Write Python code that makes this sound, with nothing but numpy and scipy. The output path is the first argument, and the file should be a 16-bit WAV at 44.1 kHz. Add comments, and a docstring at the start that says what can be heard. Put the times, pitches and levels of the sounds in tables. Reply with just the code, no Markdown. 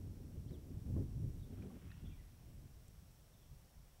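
"""A still swamp pool. Gusts of wind push on the microphone, rumble and die away, over steady hiss
and a far band of insects. Distant birds whistle thin, sliding chirps that echo among the trees.
Across the water an alligator snaps, heard as a soft splash made of many tiny clicks.
A few drops fall, each ringing a small bubble. Later comes one tiny high tick."""
import sys
import numpy as np
from scipy import signal
from scipy.fft import rfft, irfft, next_fast_len
from scipy.io import wavfile
from scipy.ndimage import uniform_filter1d, map_coordinates

SR = 44100
rng = np.random.default_rng(int(sys.argv[2]) if len(sys.argv) > 2 else 0)


def digitize_waveform(pressure):
    """Quantize a signal to 16-bit integers and store it at the path in sys.argv[1].

    Rows of a 2-D input are taken as channels; values are limited to [-1, 1].
    """
    field = np.atleast_2d(pressure).T
    bounded = np.clip(field, -1, 1)
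    quanta = np.round(bounded * 32767).astype(np.int16)
    wavfile.write(sys.argv[1], SR, quanta)


N = 176400

# How the wind's deep swell, rumble and higher swirls rise and fall, before their trims (t/s, level/dB)
SWELL_LEVELS = [(0.0, -58.0), (0.75, -60.0), (0.95, -50.5), (1.11, -54.0), (1.43, -50.0), (1.52, -61.0),
                (1.94, -65.5), (2.07, -53.0), (2.41, -65.0), (2.59, -60.5), (3.12, -66.5), (3.38, -70.5),
                (3.52, -60.0), (3.64, -69.5), (3.84, -61.0), (4.0, -70.5)]
RUMBLE_LEVELS = [(0.0, -51.5), (0.1, -46.5), (0.14, -55), (0.25, -51.5), (0.31, -57.5), (0.36, -47.0),
                 (0.69, -55), (0.74, -46), (0.86, -53.5), (0.93, -36.5), (1.03, -37.5), (1.08, -53.5),
                 (1.17, -41), (1.29, -40.5), (1.32, -52.5), (1.44, -46.5), (1.49, -66), (1.52, -51.5),
                 (1.65, -49.5), (1.71, -67), (1.74, -50.5), (1.79, -65.5), (1.85, -49.5), (1.99, -56),
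                 (2.07, -51.0), (2.25, -62), (2.67, -55.5), (2.73, -63), (3.01, -61.5), (3.14, -67),
                 (3.46, -67), (3.51, -56), (3.69, -74), (3.84, -60.5), (3.93, -83), (4.0, -63.5)]
SWIRL_LEVELS = [(0.0, -57.5), (0.1, -54), (0.13, -58), (0.25, -55), (0.33, -62), (0.36, -51.5), (0.39, -62),
                (0.54, -54), (0.61, -62.0), (0.73, -50), (0.81, -65), (0.9, -46.5), (0.93, -53),
                (0.97, -40.5), (1.08, -58), (1.17, -56), (1.21, -51), (1.33, -59.5), (1.46, -61.5),
                (1.52, -50.5), (1.56, -59), (1.64, -50.5), (1.7, -56.5), (1.77, -53), (1.8, -73),
                (1.84, -57), (1.89, -65.5), (1.94, -75), (2.05, -59.5), (2.25, -73), (2.67, -64.5),
                (2.7, -72), (3.32, -78.5), (3.56, -77.5), (3.62, -77.5), (4.0, -88.5)]
# A tone table says how strong the low and high parts of a noise are, compared with each other.
# Tone of the wind's swell, rumble, swirls and slap (f/Hz, level/dB)
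SWELL_TONE = [(10,-9.5),(25,-1),(42,6),(55,2.5),(75,-8),(200,-55)]
RUMBLE_TONE = [(25,-30.5),(45,-19),(65,3.5),(90,5.5),(120,0),(160,-3.5),(195,-12.5),(400,-70.5)]
SWIRL_TONE = [(100,-24.5),(150,1),(185,0.5),(250,1),(370,-7.5),(500,-16),(750,-27),(1200,-40),(3000,-56.5)]
SLAP_TONE = [(60,-12),(160,0),(300,-2),(450,-13),(600,-25),(1300,-37),(2200,-62)]
# Tone of the still air and of the microphone's hiss (f/Hz, level/dB)
AIR_TONE = [(30,-9.5),(150,8.5),(300,-5),(600,-2.5),(800,-5.5),(1100,-10.5),(2000,-17),(3400,-20),(4600,-30),(9000,-66)]
HISS_TONE = [(100,0.53),(2000,0.95),(5000,0),(9000,-0.45),(13000,0.32),(16000,-0.81)]
# Far insects (centre f/Hz, width f/Hz, level/dB)
INSECT_BANDS = [(5615,560,-84),(7690,22,-96)]
# Faint electrical whine (f/Hz, level/dB)
WHINE_NOTES = [(8000,-95.5),(8392,-94.5),(15734,-98)]
# Bird chirps (start t/s, length t/s, level/dB, first f/Hz, middle f/Hz, last f/Hz,
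# echo level/dB compared with the chirp)
BIRD_CHIRPS = [(0.479,0.025,-73.5,3010,3960,4650,-12),(0.518,0.05,-72,4070,3530,2920,-12),(1.378,.035,-80,3660,3700,3530,-3),(1.418,0.031,-74,3950,3720,3450,-2),
               (1.883,0.073,-72.5,2470,2620,3000,-2),(2.048,0.035,-70,3560,3450,3400,0.5),(2.087,.07,-73.5,3160,2556,2190,-5),(2.184,0.032,-75.5,2050,1980,1740,0.5),
               (3.33,0.03,-76,3820,3690,3400,-3),(3.41,.045,-80,3350,3280,3280,0)]
# Drops on the water (start t/s, level/dB, bubble f/Hz, bubble fade t/s, spray level/dB compared
# with the bubble). A fade time is how long a sound takes to fall by 60 dB.
WATER_DROPS = [(.5067,-61,2150,.016,-6),(1.584,-65,1350,.035,-12),(1.6225,-52.5,2350,.013,-15),(1.702,-62,1100,.04,-12),(1.708,-60,760,.06,-13),(1.9155,-54.5,1780,.028,-4),(1.9864,-67,1200,.02,-3)]
# Tone of a drop's spray, the splash and the tick (f/Hz, level/dB)
SPRAY_TONE = [(500,-23),(1500,9),(2800,-4),(4200,1),(7000,-30)]
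SPLASH_TONE = [(200,-1),(500,-4.5),(750,-8),(1300,-0.5),(2200,-5),(3300,-5),(4500,-24),(9000,-42)]
TICK_TONE = [(4000,-30),(7200,14),(9800,3),(12000,-39)]


def amp(db):
    """Turn decibels into a number to multiply by."""
    return 10 ** (np.asarray(db) / 20)


def unit(x):
    """Scale a sound to an average strength (rms) of 1."""
    return x / np.sqrt(np.mean(x ** 2) + 1e-20)


def clock():
    """The time of each sample, in seconds."""
    return np.arange(N) / SR


def curve(rows):
    """Join (time, value) rows with straight lines."""
    return np.interp(clock(), *np.transpose(rows))


def wobble(rate):
    """A smooth curve through random points, `rate` of them a second."""
    points = rng.standard_normal(int(N * rate / SR) + 4)
    return map_coordinates(points, [clock() * rate])


def burst(start, db, fade_s):
    """A loudness shape that jumps up and dies away."""
    t = clock() - start
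    return (t > 0) * amp(db - 60 * np.abs(t) / fade_s)


def filtered(x, gain_at):
    """Turn each frequency up or down by gain_at(hz)."""
    size = next_fast_len(N + 8192)
    hz = np.fft.rfftfreq(size, 1 / SR)
    return irfft(rfft(x, size) * gain_at(hz), size)[:N]


def shaped(x, tone):
    """Shape a sound with a tone table, at strength 1."""
    f, db = np.transpose(tone)
    return unit(filtered(x, lambda hz: amp(np.interp(np.log(hz + 1), np.log(f), db))))


def noise(tone):
    """Noise with the given tone, at strength 1."""
    return shaped(rng.standard_normal(N), tone)


def even(x, size):
    """Even out chance swells that last longer than `size` samples."""
    power = uniform_filter1d(uniform_filter1d(x ** 2, size), size)
    return unit(x / np.sqrt(np.abs(power) + 1e-6))


def wind():
    """Gusts buffet the microphone: a deep swell, a rumble, swirls and a slap from the strongest gust."""
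    swell_trim_db, rumble_trim_db, swirl_trim_db = 0.5, -1, -1
    swell = even(noise(SWELL_TONE), size=7000) * amp(curve(SWELL_LEVELS) + swell_trim_db)
    rumble = even(noise(RUMBLE_TONE), size=1800) * amp(curve(RUMBLE_LEVELS) + rumble_trim_db)
    swirls = even(noise(SWIRL_TONE), size=1100) * amp(curve(SWIRL_LEVELS) + swirl_trim_db)
    slap_shape = uniform_filter1d(burst(start=.9645, db=-39, fade_s=.08), size=90)
    slap = even(noise(SLAP_TONE), size=500) * slap_shape
    flutter_db = 1.7 * wobble(rate=45)
    return swell + slap + (rumble + swirls) * amp(flutter_db)


def air_and_hiss():
    """Still air among the trees makes a low hush; the microphone adds its own hiss."""
    return amp(-73) * noise(AIR_TONE) + amp(-73.5) * noise(HISS_TONE)


def insects():
    """Far insects blur into steady, high bands of noise."""
    out = np.zeros(N)
    for centre, width, db in INSECT_BANDS:
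        band = filtered(rng.standard_normal(N), lambda hz: 1 / (1 + 2 * ((hz - centre) / width) ** 2))
        out += amp(db) * unit(band)
    return out


def whine():
    """The electronics hold a few faint, high notes."""
    return sum(amp(db) * np.sqrt(2) * np.sin(2 * np.pi * hz * clock()) for hz, db in WHINE_NOTES)


def birds():
    """Each chirp is a wavering whistle that slides through three pitches; farther ones echo more."""
    direct, to_trees = np.zeros(N), np.zeros(N)
    waver = 1 + .04 * wobble(rate=300)
    for start, length, db, first, middle, last, echo_db in BIRD_CHIRPS:
        progress = np.clip((clock() - start) / length, 0, 1)
        slide = np.polyfit([0, .5, 1], [first, middle, last], 2)
        hz = np.polyval(slide, progress) * waver
        loudness = amp(db) * np.sqrt(np.abs(np.sin(np.pi * progress)))
        chirp = loudness * np.sin(2 * np.pi * np.cumsum(hz) / SR)
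        direct += chirp
        to_trees += amp(echo_db) * chirp
    return direct + tree_echo(to_trees)


def tree_echo(x, fade_s=.5):
    """Sound bounces off many trees and comes back as a smooth, fading tail."""
    t = np.arange(SR) / SR
    tail = rng.standard_normal(SR) * amp(-60 * t / fade_s)
    return signal.fftconvolve(x, tail / np.linalg.norm(tail))[:N]


def drops(pitch_rise=.06, onset_s=.001, spray_fade_s=.03):
    """Each drop makes a puff of spray and a bubble whose pitch rises as it dies away."""
    out = np.zeros(N)
    spray = noise(SPRAY_TONE)
    for start, db, hz, fade_s, spray_db in WATER_DROPS:
        t = np.maximum(clock() - start, 0)
        cycles = hz * t * (1 + pitch_rise * t / fade_s)
        bubble = np.sin(2 * np.pi * cycles) * amp(-60 * t / fade_s)
        puff = spray * amp(spray_db - 60 * t / spray_fade_s)
        onset = 1 - np.exp(-t / onset_s)
        out += amp(db) * onset * (bubble + puff)
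    return out


def splash(start=1.49, rise_s=.044, hold_s=.5, fall_db_per_s=24, clicks_per_s=1500):
    """The alligator throws up a patter of spray that swells, holds and fades."""
    t = clock() - start
    rise = np.clip(t / rise_s, 0, 1)
    fall = amp(-fall_db_per_s * np.maximum(t - hold_s, 0))
    clicks = rng.standard_normal(N) * (rng.random(N) < clicks_per_s / SR)
    return amp(-76) * rise * fall * shaped(clicks, SPLASH_TONE)


def tick():
    """A tiny burst of high noise, close by and with no echo."""
    return burst(start=2.882, db=-59, fade_s=.009) * noise(TICK_TONE)


def scene():
    """Mix the near wind, the background, the far birds and water, and the tick into one channel."""
    background = air_and_hiss() + insects() + whine()
    water = drops() + splash()
    return (wind() + background + birds() + water + amp(-12) * tree_echo(water) + tick())[None]


def record(dry):
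    """The recorder keeps nothing above its highest frequency."""
    top_hz = 15760
    return filtered(dry[0], lambda hz: hz < top_hz)[None]


dry = scene()
out = record(dry)
digitize_waveform(out)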